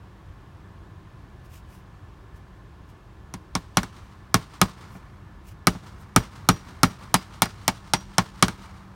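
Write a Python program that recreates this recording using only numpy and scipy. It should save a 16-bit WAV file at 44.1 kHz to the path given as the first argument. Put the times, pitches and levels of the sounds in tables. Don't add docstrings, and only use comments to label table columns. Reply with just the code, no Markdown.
import sys
import numpy as np
from scipy import signal
from scipy.fft import rfft, irfft
from scipy.io import wavfile
from scipy.ndimage import uniform_filter1d

SR = 44100
rng = np.random.default_rng(int(sys.argv[2]) if len(sys.argv) > 2 else 0)


def store_wav(level_fs):
    pcm = np.round(np.clip(np.atleast_2d(level_fs), -1, 1) * 32767)
    wavfile.write(sys.argv[1], SR, pcm.T.astype(np.int16))


N = 394689
AGE = np.arange(SR // 2) / SR

# (time [s], strength [dB], board resonance [Hz], brightness [dB], steel ring [dB re strength])
BLOWS = [(3.339,-44.5,1000,5,-28), (3.5524,-31,1040,0.5,-34), (3.771,-24,1105,0.5,-28),
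         (4.3428,-23,1134,3.5,-26.5), (4.615,-22.5,1176,4.5,-20), (5.6705,-22.7,1186,4,-17.5),
         (6.1621,-22,1256,4.5,-15), (6.4888,-22,1247,4.5,-7.5), (6.8323,-22,1237,5,-14),
         (7.142,-21.7,1043,6.5,-22), (7.42,-22,950,6.5,-18), (7.6797,-24,910,4,-20),
         (7.9357,-24,943,0,-6.5), (8.1826,-23,1070,-0.5,-24), (8.4254,-21,1140,-0.5,-16.5)]
# (time [s], strength [dB])
REBOUNDS = [(3.832,-44), (7.4564,-45), (8.4825,-39)]
# (time [s], thud level [dB])
BUMPS = [(4.952,-44.5), (5.75,-40)]
# (frequency [Hz], level [dB], t60 [s])
NAIL_MODES = [(3400, -20, .05), (4110, -15.5, 0.045), (5680, 2.5, 0.006), (6300, -5, 0.0055),
              (8810, -13.5, 0.021), (9630, -9.5, 0.0066), (11100, -6.5, 0.0026), (14800, -21.5, 0.0045)]
# (frequency [Hz], level [dB], t60 [s])
BOARD_MODES = [(597, -12.5, 0.15), (685.5, -8, 0.097), (790, -1, .07), (897, 0.5, 0.051), (998, -8.5, .07),
               (1098, -5, 0.066), (1228, 1.5, 0.034), (1308, 1, 0.036), (1416, 0.5, 0.043),
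               (1690, -23, 0.11), (1780, -23.5, 0.053), (2225, -1, 0.038), (2220, -13.5, 0.09)]
# (frequency [Hz], level [dB], t60 [s])
WALL_MODES = [(51.4, -12.5, 0.072), (87, -28.5, 0.2), (111, -3, 0.051), (183.2, 0.5, 0.063),
              (214.8, -23, 0.094), (254.8, 1.2, 0.04), (361.5, -10.5, 0.055), (439, -21.5, 0.086)]
# (frequency [Hz], level [dB], t60 [s])
HEAD_LOWER_MODES = [(4883, -2, .18), (5114, -12, .15)]
HEAD_UPPER_MODES = [(5658, -9, .19), (5749, -4, .24)]
# (frequency [Hz], level [dB])
CRACK_SPRAY = [(2000, -20), (3500, -7.5), (5600, 2.5), (7400, -6), (9800, -9.5), (13000, -12.5),
               (16000, -16)]
# (frequency [Hz], level [dB])
CRACK_SCATTER = [(1800, -20.5), (2700, 5.5), (4200, 3), (5700, 0.5), (7300, -4), (9300, -7.5), (12000, -19),
                 (16000, -22.5)]
KNOCK_SCATTER = [(250, -8), (500, -9.5), (900, 4.5), (1300, 4), (1700, 8), (2400, 4), (3300, -31)]
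# (frequency [Hz], level [dB])
YARD_THUD = [(40, -16.5), (100, 3), (190, 1), (330, -7.5), (520, -13.5), (900, -38)]
YARD_KNOCK = [(300, -26), (600, -5), (900, 5), (1250, 6), (1650, -1), (2300, -3.5), (3500, -44.5)]
YARD_CRACK = [(1500, -17), (2700, 0), (4200, -1), (5700, -4.5), (7400, -9), (9300, -9.5), (11000, -22),
              (16000, -20.5)]
# (delay [s], level [dB], t60 [s])
LATE_RETURNS = [(.066, -33.5, .2), (0.19, -35, .22), (.338, -44.5, .16)]
# (centre time [s], length [s], peak level [dB])
RUSTLES = [(1.46, 0.068, -64), (1.553, 0.15, -54.5), (1.74, 0.2, -60.5), (2.37, 0.087, -66),
           (2.9, 0.077, -65), (4.942, 0.16, -59.5), (5.491, 0.13, -57), (6.013, .07, -60)]
# (frequency [Hz], level [dB])
CLOTH_SPECTRUM = [(800, -32), (2500, 7), (4200, -3), (5300, 1.5), (7000, -1), (9000, -2), (15000, -3.5)]
# (frequency [Hz], level [dB])
TRAFFIC_SPECTRUM = [(15, -17.5), (25, -11.5), (50, -2), (92, -1), (200, -12.5), (249, -21), (309, -15),
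                    (476, -25), (796, -24), (1070, -21), (1290, -26), (1700, -28), (1890, -32.5),
                    (12900, -56.5), (16000, -54.5)]
# (frequency [Hz], width [Hz], level before wavering [dB])
DRONE_BANDS = [(90, 40, -60.5), (375, 40, -67), (1052, 41, -67.5), (1743, 20, -69), (3190, 1100, -73.5)]

SEAT_HZ = 1100
KNOCK_DB, KNOCK_DB_PER_OCTAVE = 2, 7
THUD_DB, THUD_DB_PER_OCTAVE = 0.34, 20.5
FULL_BLOW_DB, SOFT_THUD_DB_PER_DB = -22, 0.3745
REBOUND_HZ, REBOUND_BRIGHT_DB = 1620, 1.5
REBOUND_KNOCK_DB, REBOUND_THUD_DB = 4.5, 4.5
BUMP_HZ, BUMP_KNOCK_DB = 705, -8.5
GLANCE_RING_DB, GLANCE_DB_PER_DB = -35, 4
SQUARE_RING_DB = -28.5
MOTOR_DB, MOTOR_GROWS_S, MOTOR_DB_PER_S = -65.5, 4, 3.0


def hammering():
    out = np.zeros(N)
    for s, thud_db, knock_db, crack_db, board_hz, bright_db in contacts():
        add(out, s, crack(crack_db, bright_db))
        add(out, s + 0.00033, knock(knock_db, board_hz) + thud(thud_db))
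    for s, db, _, bright_db, ring_db in BLOWS:
        add(out, s, head_ring(db, bright_db, ring_db))
    for s, db in BUMPS:
        add(out, s, knock(db + BUMP_KNOCK_DB, BUMP_HZ) + thud(db))
    return out


def contacts():
    rows = []
    for s, db, hz, bright_db, _ in BLOWS:
        seat = np.log2(hz / SEAT_HZ)
        softness_db = FULL_BLOW_DB - db
        thud_db = db + THUD_DB + THUD_DB_PER_OCTAVE * seat + SOFT_THUD_DB_PER_DB * softness_db
        knock_db = db + KNOCK_DB + KNOCK_DB_PER_OCTAVE * seat
        rows.append((s, thud_db, knock_db, db, hz, bright_db))
    for s, db in REBOUNDS:
        rows.append((s, db + REBOUND_THUD_DB, db + REBOUND_KNOCK_DB, db, REBOUND_HZ, REBOUND_BRIGHT_DB))
    return rows


def crack(db, tilt_db):
    direct = blow_level(ring(NAIL_MODES, detune=.01, uneven_db=1.5, spread_s=.00005), 0)
    spray = blow_level(scatter(CRACK_SPRAY, t60=0.0099), -3)
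    reflections = blow_level(scatter(CRACK_SCATTER, t60=0.074), -3.3)
    tilted = colour(direct + spray + reflections, [(6000, 0.027), (10000, tilt_db)])
    return blow_level(tilted, db)


def knock(db, board_hz):
    boards = blow_level(ring(BOARD_MODES, detune=.004, uneven_db=1.2, spread_s=.0005), 0)
    reflections = blow_level(scatter(KNOCK_SCATTER, t60=0.066), -2)
    spot = blow_level(resonance(boards, board_hz, 170), 0)
    return blow_level(highpass(boards + reflections + spot, 470), db)


def thud(db, swell_s=0.016):
    hz, mode_db, t60 = np.transpose(WALL_MODES)[:, :, None]
    sense = (-1) ** np.arange(len(WALL_MODES))[:, None]
    size = sense * undb(mode_db + 1.8 * rng.standard_normal(hz.shape))
    modes = size * fade(AGE, t60) * np.cos(2 * np.pi * hz * AGE)
    swell = 1 - np.exp(-AGE / swell_s)
    return blow_level(np.sum(modes, axis=0) * swell, db)


def head_ring(db, bright_db, ring_db):
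    lower_db = max(SQUARE_RING_DB, GLANCE_RING_DB + GLANCE_DB_PER_DB * bright_db)
    lower = undb(db + lower_db) * ring(HEAD_LOWER_MODES)
    upper = undb(db + ring_db) * ring(HEAD_UPPER_MODES)
    return lower + upper


def surroundings():
    _, thud_db, knock_db, crack_db = np.transpose(contacts())[:4]
    lows = yard(thud_db, YARD_THUD, near_db=-13.0, near_t60=0.18, far_db=-27.5, far_t60=2.2)
    mids = yard(knock_db, YARD_KNOCK, near_db=-23.0, near_t60=0.29, far_db=-27, far_t60=3.0)
    highs = yard(crack_db, YARD_CRACK, near_db=-26.5, near_t60=0.5, far_db=-33.5, far_t60=1.6)
    grain = undb(1.8 * walk(170))
    return lows + (mids + highs) * grain


def yard(levels_db, spectrum, near_db, near_t60, far_db, far_t60):
    t = np.arange(2 * SR) / SR
    response = np.zeros(len(t))
    wash, tail = (.012, near_db, near_t60), (.15, far_db, far_t60)
    for delay, db, t60 in [wash, tail] + LATE_RETURNS:
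        envelope = fade(t, t60) * (1 - np.exp(-t / 0.0053))
        add(response, delay, blow_level(envelope, db) ** 2)
    power = np.zeros(N)
    for contact, db in zip(contacts(), levels_db):
        add(power, contact[0], undb(db) ** 2 * response)
    return np.sqrt(power) * level(colour(rng.standard_normal(N), spectrum), 0)


def sleeve():
    strokes = np.zeros(N)
    for s, length, db in RUSTLES:
        add(strokes, s - length / 2, undb(db) * np.hanning(int(length * SR)))
    cloth = colour(rng.standard_normal(N), CLOTH_SPECTRUM)
    grain = undb(2.0 * walk(150))
    return strokes * level(cloth * grain, 0)


def motor(hz=195):
    growth_s = np.maximum(np.arange(N) / SR - MOTOR_GROWS_S, 0)
    db = MOTOR_DB + MOTOR_DB_PER_S * growth_s
    phase = 2 * np.pi * np.cumsum(hz * (1 + 0.014 * walk(7.0))) / SR
    return level(np.sin(phase), 0) * undb(db + 2 * walk(6.4))


def traffic():
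    wash = level(colour(rng.standard_normal(N), TRAFFIC_SPECTRUM), -45.2)
    rumble = resonance(wash, 100, 140)
    rumble_change = rumble * (undb(1.0 * walk(8.3)) - 1)
    drone = np.zeros(N)
    for hz, width_hz, db in DRONE_BANDS:
        band = level(resonance(rng.standard_normal(N), hz, width_hz), db)
        drone += band * undb(1.0 * walk(1.8))
    return (wash + rumble_change + drone) * undb(0.35 * walk(0.34))


def ring(modes, detune=0, uneven_db=0, spread_s=0):
    hz, db, t60 = np.transpose(modes)[:, :, None]
    pitch, size = rng.standard_normal((2, len(modes), 1))
    t = np.maximum(AGE - spread_s * rng.random((len(modes), 1)), 0)
    swing = np.sin(2 * np.pi * hz * (1 + detune * pitch) * t)
    return np.sum(undb(db + uneven_db * size) * fade(t, t60) * swing, axis=0)


def scatter(points, t60):
    return colour(rng.standard_normal(len(AGE)) * fade(AGE, t60), points)


def resonance(x, hz, width_hz):
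    return signal.lfilter(*signal.iirpeak(hz, hz / width_hz, fs=SR), x)


def colour(x, points):
    size = 8192
    hz, db = np.transpose(points)
    bins = np.maximum(np.fft.rfftfreq(size, 1 / SR), 1)
    gain = undb(np.interp(np.log(bins), np.log(hz), db))
    cepstrum = irfft(np.log(gain))
    cepstrum[1:size // 2] *= 2
    cepstrum[size // 2 + 1:] = 0
    impulse = irfft(np.exp(rfft(cepstrum)))
    return signal.fftconvolve(x, impulse)[:len(x)]


def highpass(x, hz):
    return signal.sosfilt(signal.butter(4, hz, "high", fs=SR, output="sos"), x)


def walk(rate):
    k = int(SR / rate)
    steps = np.repeat(rng.standard_normal(N // k + 1), k)
    return uniform_filter1d(steps, k)[:N]


def fade(t, t60):
    return np.exp(-np.log(1000) * t / t60)


def undb(db):
    return 10 ** (np.asarray(db) / 20)


def level(x, db):
    return x * undb(db) / np.sqrt(np.mean(x ** 2))


def blow_level(x, db):
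    return x * undb(db) / np.sqrt(np.sum(x ** 2) / (SR / 20))


def add(out, s, x):
    i = max(int(round(s * SR)), 0)
    out[i:i + len(x)] += x[:max(len(out) - i, 0)]


def scene():
    return (hammering() + surroundings() + sleeve() + motor() + traffic())[None]


def record(dry):
    x = highpass(highpass(dry, 29), 30)
    rounded = x / (1 + (x / 1.05) ** 6) ** (1 / 6)
    return signal.sosfilt(signal.ellip(8, .2, 80, 15800, fs=SR, output="sos"), rounded)


dry = scene()
out = record(dry)
store_wav(out)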